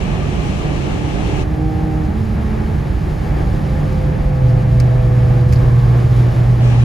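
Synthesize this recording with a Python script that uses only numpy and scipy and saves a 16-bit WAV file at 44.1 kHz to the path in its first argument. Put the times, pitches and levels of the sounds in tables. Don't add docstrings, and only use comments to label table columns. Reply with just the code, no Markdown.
import sys
import numpy as np
from scipy.fft import rfft, irfft, next_fast_len
from scipy.io import wavfile
from scipy.ndimage import uniform_filter1d, minimum_filter1d, map_coordinates

SR = 44100
rng = np.random.default_rng(int(sys.argv[2]) if len(sys.argv) > 2 else 0)


def bounce(signal):
    frames = np.transpose(np.atleast_2d(signal))
    limited = np.clip(frames, -1, 1)
    pcm = np.round(limited * 32767).astype(np.int16)
    wavfile.write(sys.argv[1], SR, pcm)


N = 301644


def amp(db):
    return 10 ** (np.asarray(db) / 20)


def unit(x):
    return x / np.sqrt(np.mean(x ** 2) + 1e-20)


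def along(points, hz):
    knots_hz, *columns = np.transpose(points)
    return np.array([np.interp(np.log(hz + 1), np.log(knots_hz + 1), c) for c in columns])


def curves(rows):
    seconds, *columns = np.transpose(rows)
    return [np.interp(np.arange(N) / SR, seconds, c) for c in columns]


def wobble(rate):
    knots = rng.standard_normal(int(N * rate / SR) + 4)
    return map_coordinates(knots, [np.arange(N) * rate / SR])


def swell(start, attack, hold=np.inf, release=1):
    t = np.arange(N) / SR - start
    return np.clip(t / attack, 0, 1) * np.clip(1 - (t - attack - hold) / release, 0, 1)


def since(start):
    return np.maximum(np.arange(N) / SR - start, 0)


def bell(centre, width):
    return np.exp(-((np.arange(N) / SR - centre) / width) ** 2)


def filtered(x, response):
    size = next_fast_len(N + 8192)
    return irfft(rfft(x, size) * response(np.fft.rfftfreq(size, 1 / SR)), size)[..., :N]


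def rush(spectrum, ripple_db=0, spacing_hz=60):
    knots = rng.standard_normal(2048)
    ripple = lambda hz: np.interp(hz / spacing_hz, np.arange(len(knots)), knots)
    response = lambda hz: amp(along(spectrum, hz) + ripple_db * ripple(hz))
    return unit(filtered(rng.standard_normal((2, N)), response))


def steady(noise):
    power = uniform_filter1d(uniform_filter1d(noise ** 2, size=4000), size=4000)
    return noise / np.sqrt(np.abs(power) + 1e-6)


def sides(balance_db):
    gains = amp(np.array([balance_db, -balance_db]).reshape(2, -1) / 2)
    return gains / np.sqrt(np.mean(gains ** 2, axis=0))


def tone(hz, db, balance_db, lead=0):
    phase = 2 * np.pi * (np.cumsum(hz) / SR + rng.random())
    return np.sqrt(2) * amp(db) * sides(balance_db) * np.sin(phase + np.array([[lead], [-lead]]) / 2)


def pickup(field, alike, balance_db):
    turn = np.arccos(np.clip(alike, -1, 1)) / 2
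    mid, side = field[0] * np.cos(turn), field[1] * np.sin(turn)
    return sides(balance_db) * np.array([mid + side, mid - side])


def microphone(field, wide_lag_s=0.000284):
    # frequency in Hz; wide, the left-right likeness, balance in dB and gain in dB;
    # zoomed in, the likeness and balance in dB.
    pattern = [(60, 0.84, -5, 0.5, 0.97, -1.5), (130, 0.88, -3.5, 1.5, 1, -3),
               (260, 0.51, -3.5, 4.5, 0.65, -2.5), (505, 0.33, 0.5, 3.5, 0.33, -1),
               (706, 0.29, -2.5, 2.5, 0.043, -1.5), (1015, 0, 1.5, 4.5, 0.3, -0.5),
               (1770, 0.35, 3.5, 2, 0.25, 3.5), (2780, 0.13, 6, 14, 0.87, -1.5),
               (3750, 0.29, 5.5, 9.5, 1, 0), (4160, 0.088, 5, 11, 1, 0), (4900, 0, 5, 6.5, 1, 0.5),
               (5800, 0.031, 5, 13, 1, -0.5), (6940, 0, 5, 11, 1, 0), (8430, 0.28, -0.5, 12.5, 0.079, 1),
               (10460, 0.3, -2, 2, 0.25, 0), (13600, 0.5, 0, -1, 0.092, 0)]
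    # time in seconds, zoom from 0 (wide) to 1 (narrow).
    zoom_moves = [(0, 0.12), (1, 0.14), (1.425, 0.023), (1.445, 0.99), (6.59, 1), (6.64, 0.49),
                  (6.84, 0.29)]
    size = next_fast_len(N + 8192)
    spectra, hz = rfft(field, size), np.fft.rfftfreq(size, 1 / SR)
    wide_alike, wide_balance, wide_db, zoom_alike, zoom_balance = along(pattern, hz)
    wide = irfft(amp(wide_db) * pickup(spectra, wide_alike, wide_balance), size)[:, :N]
    narrow = irfft(pickup(spectra, zoom_alike, zoom_balance), size)[:, :N]
    zoom, = curves(zoom_moves)
    left, right = (1 - zoom) * wide + zoom * narrow
    late_left = map_coordinates(left, [np.arange(N) - (1 - zoom) * wide_lag_s * SR], mode="mirror")
    return np.array([late_left, right])


def chirps(waver=0.017):
    # time in seconds, pitch in Hz, level in dB.
    squeaks = [(0.235, 1190, -37), (0.608, 1200, -40), (1.19, 690, -32)]
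    return sum(bell(s, 0.016) * tone(hz * (1 + waver * wobble(150)), db, balance_db=-1)
               for s, hz, db in squeaks)


def ticks(rise_s=0.00068, hold_s=0.0023, snap_s=0.0006, tilt_from_hz=4500):
    # start in seconds, level in dB, seconds to fall 60 dB, treble tilt in dB per octave,
    # knock against the slip in dB, lift of the snap in dB.
    slips = [(4.8003, -33.5, 0.043, -4, 0, 6), (5.5248, -35.5, .032, -2, 5, 2),
             (5.5324, -34.5, .047, -3.5, 0, 4), (5.558, -37.5, .065, -24, -7, 0)]
    # frequency in Hz, relative level in dB.
    slip_spectrum = [(2500, -17), (3900, -9.5), (4450, 2.5), (5400, 0), (6000, -2.5), (6700, 0), (7800, -9),
                     (9500, -7.5), (11200, -5), (12300, -13), (15000, -5), (16000, -13)]
    panel_colour = [(400, -17), (750, -8), (1250, -6), (1750, -1), (2350, -0.5), (3100, -11), (6000, -45)]
    out, t = np.zeros((2, N)), np.arange(4096) / SR
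    hz = np.fft.rfftfreq(len(t), 1 / SR)
    burst = lambda db: unit(irfft(amp(db) * rfft(rng.standard_normal((2, len(t))))))
    for start, db, t60, tilt, knock_db, snap_db in slips:
        slip = burst(along(slip_spectrum, hz) + tilt * np.log2(np.maximum(hz / tilt_from_hz, 1)))
        snap = amp(snap_db * np.exp(-((t - rise_s) / snap_s) ** 2))
        knock = amp(knock_db) * burst(along(panel_colour, hz))
        envelope = np.minimum(t / rise_s, 1) * amp(db - 60 * np.maximum(t - hold_s, 0) / t60)
        mid, side = envelope * (snap * slip + knock)
        out[:, round(start * SR):][:, :len(t)] += [mid + 0.55 * side, mid - 0.5 * side]
    return out


def hum(start_s=1.96, pitch_hz=218.8, sag_hz_per_s=4.3, octave_db=-12.5, balance_db=-4):
    hz = pitch_hz - sag_hz_per_s * since(start_s)
    db = -24.8 + 1.3 * wobble(12)
    envelope = swell(start_s, attack=0.24, hold=0.36, release=0.36)
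    return envelope * (tone(hz, db, balance_db) + tone(2 * hz, db + octave_db, balance_db))


def drone(pitch_hz=121, overshoot_hz=11.5, settle_s=0.23, swing_s=0.51, sag_hz_per_s=0.91):
    # time in seconds, level in dB.
    surges = [(4.38, -13.5), (4.5, -11), (4.69, -16), (4.77, -10.5), (4.88, -11), (5.02, -14),
              (5.15, -11.5), (6.2, -11.5), (6.84, -11)]
    t = since(4.37)
    settling = overshoot_hz * np.exp(-t / settle_s) * np.cos(2 * np.pi * t / swing_s)
    hz = pitch_hz + settling - sag_hz_per_s * since(5.41)
    db = curves(surges)[0] + 1.1 * wobble(15) + 0.7 * wobble(60)
    return swell(4.29, attack=0.11) * tone(hz, db, balance_db=-1)


def engine(lift_off_s=1.55, overrun_s=2.23, coast_under_load_db=-21.5):
    # time in seconds, crankshaft turns a second.
    revs = [(0, 72), (.9, 73.8), (1.4, 76), (1.65, 78.2), (1.92, 78.1), (2.1, 76.4), (2.7, 76.5),
            (5.55, 70.4), (6.84, 61.8)]
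    # time in seconds, gain on the pulling levels in dB.
    effort = [(0, -13), (.7, -6.5), (1.45, -8), (1.63, -2.5), (2.0, -2), (2.25, -18.5), (3.5, -16),
              (4.3, -19)]
    # multiple of the crankshaft speed, base levels pulling and coasting in dB,
    # balance in dB, lead of the left side in radians.
    orders = [(2, -25, -23, 0, 0), (3, -32, -48, 0, -4), (4, -33.5, -46.5, -4, -0.1), (5, -37, -59, 12, 4),
              (6, -38, -64, -7.5, -1), (7, -71.5, -44, -6, 1), (8, -42, -53, 5, 4),
              (9, -57.5, -48, 6.5, 1.5), (10, -39, -57.5, -0.5, 0.5), (11, -59, -52, 3, 0.5),
              (16, -55, -52, -4, -5)]
    # centre in Hz, half width in Hz, lift in dB.
    resonances = [(153.4, 3.5, 2.5), (306.6, 13.3, 10.5), (376, 6.5, 6.5), (497.6, 28, 12.5), (592, 14, 7),
                  (645, 14.5, 12), (782, 7, 6.5)]
    speed = curves(revs)[0] * (1 + 0.00072 * wobble(14))
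    pull_db, = curves(effort)
    coast_db = coast_under_load_db * (1 - swell(lift_off_s, overrun_s))
    out = np.zeros((2, N))
    for multiple, pulling_db, coasting_db, balance_db, lead in orders:
        hz = multiple * speed
        drive = np.hypot(amp(pulling_db + pull_db), amp(coasting_db + coast_db))
        lift_db = sum(db / (1 + ((hz - centre) / width) ** 4) for centre, width, db in resonances)
        out += drive * tone(hz, lift_db + 0.9 * wobble(9), balance_db, lead)
    return out


def air(surface_db):
    # frequency in Hz, relative level in dB.
    coded_hiss_spectrum = [(800, -27), (1400, 0.5), (1700, 5.5), (2050, 1), (2300, 0), (2700, -1),
                           (3600, -2.5), (5100, -4), (5900, -8.5), (7200, -9.5), (8500, -18), (9600, -9),
                           (10800, -10.5), (12100, -36), (13600, -8), (15000, -18), (16000, -14)]
    hiss = rush(coded_hiss_spectrum, ripple_db=0.7)
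    dip_db = -4 * bell(4.32, 0.021) - 3 * bell(4.66, 0.021)
    return amp(-45 + 1.6 * surface_db + dip_db + 0.95 * wobble(18)) * hiss


def tyres(surface_db, sing_at_s=5.7, sing_width_s=0.19):
    # frequency in Hz, relative level in dB.
    roar_colour = [(130, -29), (230, -1), (370, 2.5), (450, -4.5), (560, -4.5), (690, -5), (850, -4),
                   (950, -13), (1150, -11), (1480, -16.5), (1690, -13), (2030, -18.5), (2250, -19),
                   (2600, -24.5), (4000, -35.5), (8000, -80)]
    tread_colour = [(850, -29), (1030, 6), (1150, 10), (1300, -13), (1680, -1), (2000, -25), (3000, -38),
                    (6000, -120)]
    ring_colour = [(680, -30), (770, -5), (850, 0), (900, -12), (1000, -35), (1600, -120)]
    # time in seconds, half length in seconds, change of the roar in dB.
    patches = [(2.441, 0.37, 0.4), (2.978, 0.13, -1.1), (3.317, .13, 1), (4.297, 0.17, 1)]
    patch_db = sum(db * bell(s, width) for s, width, db in patches)
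    roar = amp(-28 + surface_db + patch_db + 0.91 * wobble(12)) * rush(roar_colour)
    singing = amp(-38) * bell(sing_at_s, sing_width_s) + amp(-47.5) * swell(sing_at_s, sing_width_s)
    sing = singing * rush(tread_colour)
    ring = amp(-37) * bell(3.34, 0.13) * rush(ring_colour)
    return roar + sing + ring


def rumble(shake_db=-19.5, wander_db=1.7, boom_db=-22):
    # frequency in Hz, relative level in dB.
    body_colour = [(12, -28), (23, -15), (30, -6), (39, -4), (48, 1.5), (66, 1), (85, -2.5), (110, -9),
                   (150, -19.5), (300, -67.5)]
    pan_colour = [(60, -18), (105, -3), (140, 1), (165, -2), (192, -3), (230, -12.5), (300, -23),
                  (500, -75.5)]
    # time in seconds, gain in dB.
    unevenness = [(0, -1), (.6, -2), (1.3, -1), (2.2, 1.1), (2.85, 0), (3.3, -0.7), (3.9, 2), (4.3, 0.5),
                  (5.8, 1), (6.3, -0.5), (6.84, -0.5)]
    # time in seconds, lift of the shake in dB.
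    jolts = [(3.52, 2), (4.25, 6.5), (5.0, 2.5), (5.55, 6.5), (5.72, 1.5), (5.89, 4.5)]
    road_db, = curves(unevenness)
    jolt_db = sum(db * bell(s, 0.047) for s, db in jolts)
    shake = amp(shake_db + jolt_db + wander_db * wobble(14)) * steady(rush(body_colour))
    boom = amp(boom_db) * steady(rush(pan_colour))
    return amp(road_db) * (shake + boom)


def scene():
    # time in seconds, gain in dB.
    asphalt = [(0, -1), (3, -0.2), (3.4, 0.5), (3.9, 0.74), (4.33, -0.8), (4.5, -0.3), (5.2, 0.2), (6.3, 2),
               (6.84, 0)]
    surface_db, = curves(asphalt)
    road = microphone(rumble() + tyres(surface_db) + air(surface_db))
    return road + engine() + hum() + drone() + ticks() + chirps()


def record(dry, ceiling_db=-1, fade_s=0.004, top_hz=15400):
    needed = np.minimum(1, amp(ceiling_db) / (np.abs(dry).max(axis=0) + 1e-9))
    gain = uniform_filter1d(minimum_filter1d(needed, size=900), size=900)
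    soft_ends = swell(0, fade_s, N / SR - 2 * fade_s, fade_s)
    return filtered(dry * gain * soft_ends, lambda hz: hz < top_hz)


dry = scene()
out = record(dry)
bounce(out)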